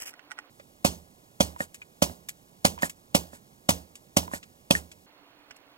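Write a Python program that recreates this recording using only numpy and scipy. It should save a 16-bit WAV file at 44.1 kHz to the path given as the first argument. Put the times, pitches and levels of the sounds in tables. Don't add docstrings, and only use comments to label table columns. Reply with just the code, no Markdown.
import sys
import numpy as np
from scipy import signal
from scipy.fft import rfft, irfft, next_fast_len
from scipy.io import wavfile
from scipy.ndimage import uniform_filter1d

SR = 44100
rng = np.random.default_rng(int(sys.argv[2]) if len(sys.argv) > 2 else 0)


def bounce(signal):
    frames = np.transpose(np.atleast_2d(signal))
    limited = np.clip(frames, -1, 1)
    pcm = np.round(limited * 32767).astype(np.int16)
    wavfile.write(sys.argv[1], SR, pcm)


N = 254737
T = np.arange(N) / SR
FFT_SIZE = 2 * next_fast_len(N // 2 + SR // 8)
BIN_HZ = np.maximum(np.arange(FFT_SIZE // 2 + 1) * SR / FFT_SIZE, 1)

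# f/Hz, level/dB
SPRING_SPECTRUM = [(700, -20), (1700, -10.5), (3000, 7), (3800, 0.5), (5500, 6), (7400, 3), (8600, 3.5),
                   (10000, -16), (12500, -18), (15500, -18)]


def pump_shots():
    # t/s, level/dB, spring/dB, rebound/dB, low ring/Hz, high ring/Hz, ring/dB
    shots = [(0.8491, -15, -13.5, -8.5, 2700, 5140, -2), (1.4054, -17, -16.5, -24, 3310, 6190, 6.5),
             (2.0225, -14.5, -17, -12.5, 3060, 6120, 5), (2.6494, -13, -17, -9.5, 4110, 6750, 1.5),
             (3.1492, -13, -17.5, -12.5, 3230, 5660, 0.5), (3.6910, -14, -16, -9, 3200, 7260, -1.5),
             (4.1692, -12, -16, -16, 3124, 4990, 0.5), (4.708, -15.5, -14.5, -22, 2590, 3270, 11)]
    # f/Hz, level/dB
    crack_spectrum = [(300, -13), (900, 11.5), (1400, 0.5), (1800, -4.5), (2200, 2), (2900, -0.5),
                      (3800, -1.5), (6200, -2), (8200, -2), (10000, -2), (12500, -9), (15500, -11.5)]
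    # f/Hz, level/dB, t60/s
    tube_modes = [(2400, -2.5, 0.027), (3034, 5, 0.015), (4810, -4, 0.038), (6000, -3, 0.034)]
    t_s, db, spring_db, rebound_db, low_hz, high_hz, ring_db = np.transpose(shots)
    thump_db, rebound_s = np.full(len(t_s), -15), 0.011
    slams = clicks(t_s, db) + clicks(t_s + rebound_s, db + rebound_db)
    slam_env = amp(1.5) * fade(slams, t60_s=0.055, rise_s=0.0017)
    air_rush = swells([(at, level - 5.5, .002) for at, level in zip(t_s, db)])
    crack = colour(grains(rough_db=4) * (slam_env + air_rush), crack_spectrum)
    tube = strike(t_s + .0015, db - 7, tube_modes, vary_db=3)
    for at, level, low, high in zip(t_s + 0.0017, db + ring_db, low_hz, high_hz):
        tube += ring(clicks([at], [level - 2]), low, t60_s=0.026)
        tube += ring(clicks([at + .0006], [level - 5]), high, t60_s=0.031)
    sizzle_env = fade(clicks(t_s, spring_db - 14), t60_s=0.2, rise_s=0.005)
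    sizzle = colour(grains(rough_db=1, hold_samples=70) * sizzle_env, SPRING_SPECTRUM)
    thump = bench(t_s, thump_db, contact_hz=1340, lowest_hz=69, tail_db=-10.5, tail_t60_s=0.35)
    return crack + tube + soften(sizzle, hz=12200) + coil_slaps(t_s, spring_db - 28.5) + thump


def coil_slaps(shot_s, levels_db):
    # f/Hz, level/dB, t60/s
    coil_modes = [(3076, -5.5, 0.045), (4360, 2.5, 0.071), (6140, -7, 0.11), (6270, 1, 0.12),
                  (7430, -6, 0.15), (7610, -5, 0.062), (8800, 0.5, 0.063), (9920, 0, 0.1),
                  (12740, -2.5, 0.077)]
    loss_db_per_s = 170
    delay_s = rng.exponential(.022, size=(len(shot_s), 12))
    spread_db = 3 * rng.standard_normal(delay_s.shape)
    slap_db = (levels_db[:, None] - loss_db_per_s * delay_s + spread_db).ravel()
    slap_s = (shot_s[:, None] + .004 + delay_s).ravel()
    grit = grains(rough_db=2) * fade(clicks(slap_s, slap_db + 6), t60_s=0.023, rise_s=.0001)
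    return strike(slap_s, slap_db, coil_modes, vary_db=2) + colour(grit, SPRING_SPECTRUM)


def bench(t_s, levels_db, contact_hz, lowest_hz, tail_db, tail_t60_s):
    # f/Hz, level/dB, t60/s
    bench_modes = [(75.4, -34, 0.825), (103.8, -9, 0.12), (173.2, -15, 0.37), (194, 4.5, 0.046),
                   (234.5, -1, 0.057), (278.4, -9.5, 0.1), (566, 9.5, 0.033), (705, -2, 0.058),
                   (836, -9, 0.071), (971, -14.5, 0.15), (1276, -10.5, 0.044)]
    # f/Hz, level/dB
    haze_spectrum = [(40, -13), (80, 17), (120, -8.5), (190, 4.5), (310, 1), (420, -2), (580, 1), (800, -2),
                     (1000, -4), (1300, -13), (2500, -18.5), (6000, -19)]
    thump = -soften(strike(t_s, levels_db, bench_modes, vary_db=1.1), contact_hz)
    haze = rng.standard_normal(N) * fade(clicks(t_s, levels_db + tail_db), tail_t60_s, rise_s=0.00082)
    return cut_bass(thump + colour(haze, haze_spectrum), lowest_hz)


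def plunger():
    # t/s, latch/dB, bench/dB, rub/dB
    resets = [(1.605, -20.5, -29.5, -38), (2.098, -72, -40, -65), (2.8314, -15, -22.5, -31.5),
              (3.333, -50, -44, -48), (4.336, -26.5, -30, -35.5), (4.751, -15.5, -41.5, -34)]
    # t/s, level/dB, f/Hz
    knocks = [(.598, -41, 565), (1.562, -34, 970), (1.818, -35, 2444), (2.778, -32.5, 965),
              (2.822, -23.5, 970), (4.231, -36, 865), (4.279, -31.5, 984), (4.314, -34.5, 1040)]
    # f/Hz, level/dB
    chatter_spectrum = [(150, -14), (600, 2.5), (1000, 11), (1400, -21), (1900, 8.5), (2500, 0),
                        (4000, -23.5), (15000, -39)]
    rub_spectrum = [(500, 1.5), (1500, 7.5), (3500, -3), (5500, -3.5), (7400, 4), (10000, 1), (13000, -7),
                    (15500, -12)]
    latch_hz, rub_delay_s, rub_width_s = 1832, 0.015, .019
    blows = [(at, level, latch_hz, bench_db) for at, level, bench_db, _ in resets]
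    blows += [(at, level, hz, -np.inf) for at, level, hz in knocks]
    t_s, db, _, bench_db = np.transpose(blows)
    barrel = sum(ring(clicks([at + 0.00055], [level + 5.5]), hz, t60_s=0.036)
                 for at, level, hz, _ in blows)
    chatter_env = fade(clicks(t_s, db - 13.5), t60_s=0.023, rise_s=0.0028)
    chatter = colour(grains(rough_db=10) * chatter_env, chatter_spectrum)
    thump = bench(t_s, bench_db, contact_hz=1745, lowest_hz=145, tail_db=-2, tail_t60_s=0.14)
    rub_env = swells([(at + rub_delay_s, rub_db, rub_width_s) for at, _, _, rub_db in resets])
    rub = colour(grains(rough_db=1.5, hold_samples=60) * rub_env, rub_spectrum)
    return soften(soften(barrel, 3400), 3700) + chatter + thump + rub


def tool_ticks():
    # t/s, level/dB, low-pass/Hz
    ticks = [(0.5962, -28.5, 2580), (1.7438, -29.5, 11400), (1.8165, -27, 2470), (2.2864, -20, 13400),
             (2.787, -22.5, 2600), (2.8216, -19, 14000), (2.8958, -25, 12900), (3.9546, -31.5, 9900),
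             (4.4287, -29.5, 4830), (4.915, -32.5, 8050)]
    # f/Hz, level/dB
    tick_spectrum = [(300, -21), (1000, -7.5), (2400, 0.5), (4000, -7), (5500, -5.5), (7700, 0.5),
                     (10000, -4.5), (13000, -6), (15500, -3.5)]
    grit = grains(rough_db=2.5)
    bursts = sum(soften(grit * fade(clicks([at], [db - 4.5]), t60_s=0.064, rise_s=0.00025), hz)
                 for at, db, hz in ticks)
    return colour(bursts, tick_spectrum)


def brush_and_taps():
    # t/s, level/dB, low-pass/Hz, scuff/dB
    taps = [(0.139, -38.5, 7000, -17), (0.1934, -41.5, 3060, 3.5), (0.3167, -24.5, 6850, -8),
            (0.3882, -27, 4180, -5), (5.5085, -42, 4130, 11.5), (5.5631, -57, 13600, 12)]
    # f/Hz, level/dB, t60/s
    tap_modes = [(854, -7.5, 0.064), (1460, 8.5, 0.02), (1896, 3, 0.036), (2430, -24, 0.037),
                 (3100, -25, 0.043), (5380, -3, 0.013), (8250, 3, 0.0074)]
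    # t/s, level/dB, width/s
    strokes = [(.018, -35.5, 0.014), (.069, -40, 0.012), (.089, -42, 0.014)]
    # f/Hz, level/dB
    friction_spectrum = [(200, -14.5), (1000, -13), (1850, -1.5), (3050, 1), (3900, -20), (5400, -2.5),
                         (6700, -9), (7850, -2.5), (9000, -10), (11400, -8.5), (15500, -14.5)]
    lead_s, graze_loss_db = .0067 * np.arange(3), 9 * np.arange(3)
    touches = sum(soften(clicks(at - lead_s, db - 6.5 - graze_loss_db), hz) for at, db, hz, _ in taps)
    ringing = sum(amp(db) * ring(touches, hz, t60_s) for hz, db, t60_s in tap_modes)
    ringing = cut_bass(ringing, 500)
    grit = grains(rough_db=-3.5)
    scuffs = sum(soften(grit * fade(clicks([at], [db + scuff_db]), t60_s=0.041, rise_s=0.00016), hz)
                 for at, db, hz, scuff_db in taps)
    brush = grains(rough_db=5.5) * swells(strokes)
    return ringing + colour(scuffs + brush, friction_spectrum)


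def room_air():
    # f/Hz, level/dB
    air_spectrum = [(25, -12.5), (100, -1.5), (190, -0.5), (380, -5), (1000, -9), (1400, -18),
                    (2000, -19.5), (4000, -23), (7500, -22), (15500, -24.5)]
    return amp(-54.5) * colour(rng.standard_normal(N), air_spectrum)


def fast_air():
    # f/Hz, level/dB
    air_spectrum = [(40, -24.5), (90, -7.5), (200, -6), (400, -1), (600, 1.5), (1000, 0.5), (1800, -4),
                    (2600, -3.5), (3600, -8.5), (4800, -16.5), (9000, -27), (15000, -20)]
    air = amp(-55) * colour(rng.standard_normal(N), air_spectrum)
    hum = ring(rng.standard_normal(N), hz=290.4, t60_s=0.17)
    whine = ring(rng.standard_normal(N), hz=4330, t60_s=0.11)
    return air + amp(-64) * hum / hum.std() + amp(-71.5) * whine / whine.std()


def amp(db):
    return 10 ** (np.asarray(db) / 20)


def over_hz(points):
    hz, *columns = np.transpose(points)
    return [np.interp(np.log(BIN_HZ), np.log(hz), column) for column in columns]


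def colour(x, spectrum):
    gain = amp(over_hz(spectrum)[0])
    cepstrum = irfft(np.log(gain / np.sqrt(np.mean(gain ** 2))))
    cepstrum[1:FFT_SIZE // 2] *= 2
    cepstrum[FFT_SIZE // 2 + 1:] = 0
    return irfft(rfft(x, FFT_SIZE) * np.exp(rfft(cepstrum)))[:N]


def soften(x, hz):
    return signal.sosfilt(signal.butter(2, min(hz, .45 * SR), fs=SR, output="sos"), x + 1e-18)


def cut_bass(x, hz):
    return signal.sosfilt(signal.butter(2, hz, "high", fs=SR, output="sos"), x)


def clicks(t_s, levels_db):
    impulses = np.zeros(N)
    index = np.round(np.asarray(t_s) * SR).astype(int)
    np.add.at(impulses, np.clip(index, 0, N - 1), amp(levels_db))
    return impulses


def ring(x, hz, t60_s):
    r, w = amp(-60 / (t60_s * SR)), 2 * np.pi * hz / SR
    return signal.lfilter([1, -r * np.cos(w)], [1, -2 * r * np.cos(w), r * r], x + 1e-18)


def strike(t_s, levels_db, modes, vary_db):
    spread_db = vary_db * rng.standard_normal((len(t_s), len(modes)))
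    return sum(ring(clicks(t_s, levels_db + db + spread_db[:, k]), hz, t60_s)
               for k, (hz, db, t60_s) in enumerate(modes))


def fade(x, t60_s, rise_s):
    decay = signal.lfilter([1], [1, -amp(-60 / (t60_s * SR))], x + 1e-18)
    r = np.exp(-1 / (rise_s * SR))
    return signal.lfilter([1 - r], [1, -r], decay)


def swells(strokes):
    return sum(amp(db) * np.exp(-np.minimum(((T - at) / width_s) ** 2, 100) / 2)
               for at, db, width_s in strokes)


def grains(rough_db, hold_samples=20):
    steps_db = rough_db * np.clip(rng.standard_normal(N // hold_samples + 1), -2, 2)
    strength = np.repeat(amp(steps_db), hold_samples)[:N]
    return rng.standard_normal(N) * strength / np.sqrt(np.mean(strength ** 2))


def two_ports(x, ports, likeness):
    left_db, left_rad = over_hz(ports)
    alike = np.clip(over_hz(likeness)[0], 0, 1)
    wander = soften(rng.standard_normal(N), 150)
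    scattered = x * np.tanh(3 * wander / wander.std())
    left = alike * rfft(x, FFT_SIZE) + np.sqrt(1 - alike ** 2) * rfft(scattered, FFT_SIZE)
    return np.array([irfft(left * amp(left_db) * np.exp(1j * left_rad))[:N], x])


def scene():
    # f/Hz, level/dB, phase/rad
    work_ports = [(80, -7.7, 0), (280, -10.5, .05), (480, -16, .5), (600, -23, .9), (720, -17, 2.6),
                  (900, -6, 2.8), (1400, -1.8, 2.7), (2400, 0, 2.55), (4000, 0, 1.85), (7500, -.5, 1.2),
                  (10500, -3, .6), (14000, -8, .6)]
    fast_ports = [(60, -2.5, 0.3), (280, -6.9, 0.0), (700, -7.3, 0.02), (1400, -13.8, 0.82),
                  (2100, -9.8, 2.73), (3000, -3.6, 2.79), (5000, -0.3, 2.7), (9000, 1.8, 2.27),
                  (14000, -0.7, 1.78)]
    # f/Hz, likeness (0-1)
    work_likeness = [(25, .97), (100, .997), (1500, .993), (4000, .98), (9000, .92), (15000, .7)]
    fast_likeness = [(60, 0.45), (280, 0.91), (700, 0.69), (1400, 0.42), (2100, 0.6), (3000, 0.81),
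                     (5000, 0.87), (9000, 0.77), (14000, 0.51)]
    work_from_s, work_to_s = .5, 5.062
    work_gate = uniform_filter1d(((T > work_from_s) & (T < work_to_s)) * 1., size=200)
    work = pump_shots() + plunger() + tool_ticks() + work_gate * room_air()
    work = signal.lfilter(*signal.iirnotch(9050, Q=14, fs=SR), work)
    fast = (1 - work_gate) * fast_air() + brush_and_taps()
    return two_ports(work, work_ports, work_likeness) + two_ports(fast, fast_ports, fast_likeness)


def record(dry):
    cutoff_hz = 15900
    rounded = 1.133 * np.tanh(dry / 1.25)
    return signal.sosfilt(signal.ellip(10, .2, 80, cutoff_hz, fs=SR, output="sos"), rounded)


dry = scene()
out = record(dry)
bounce(out)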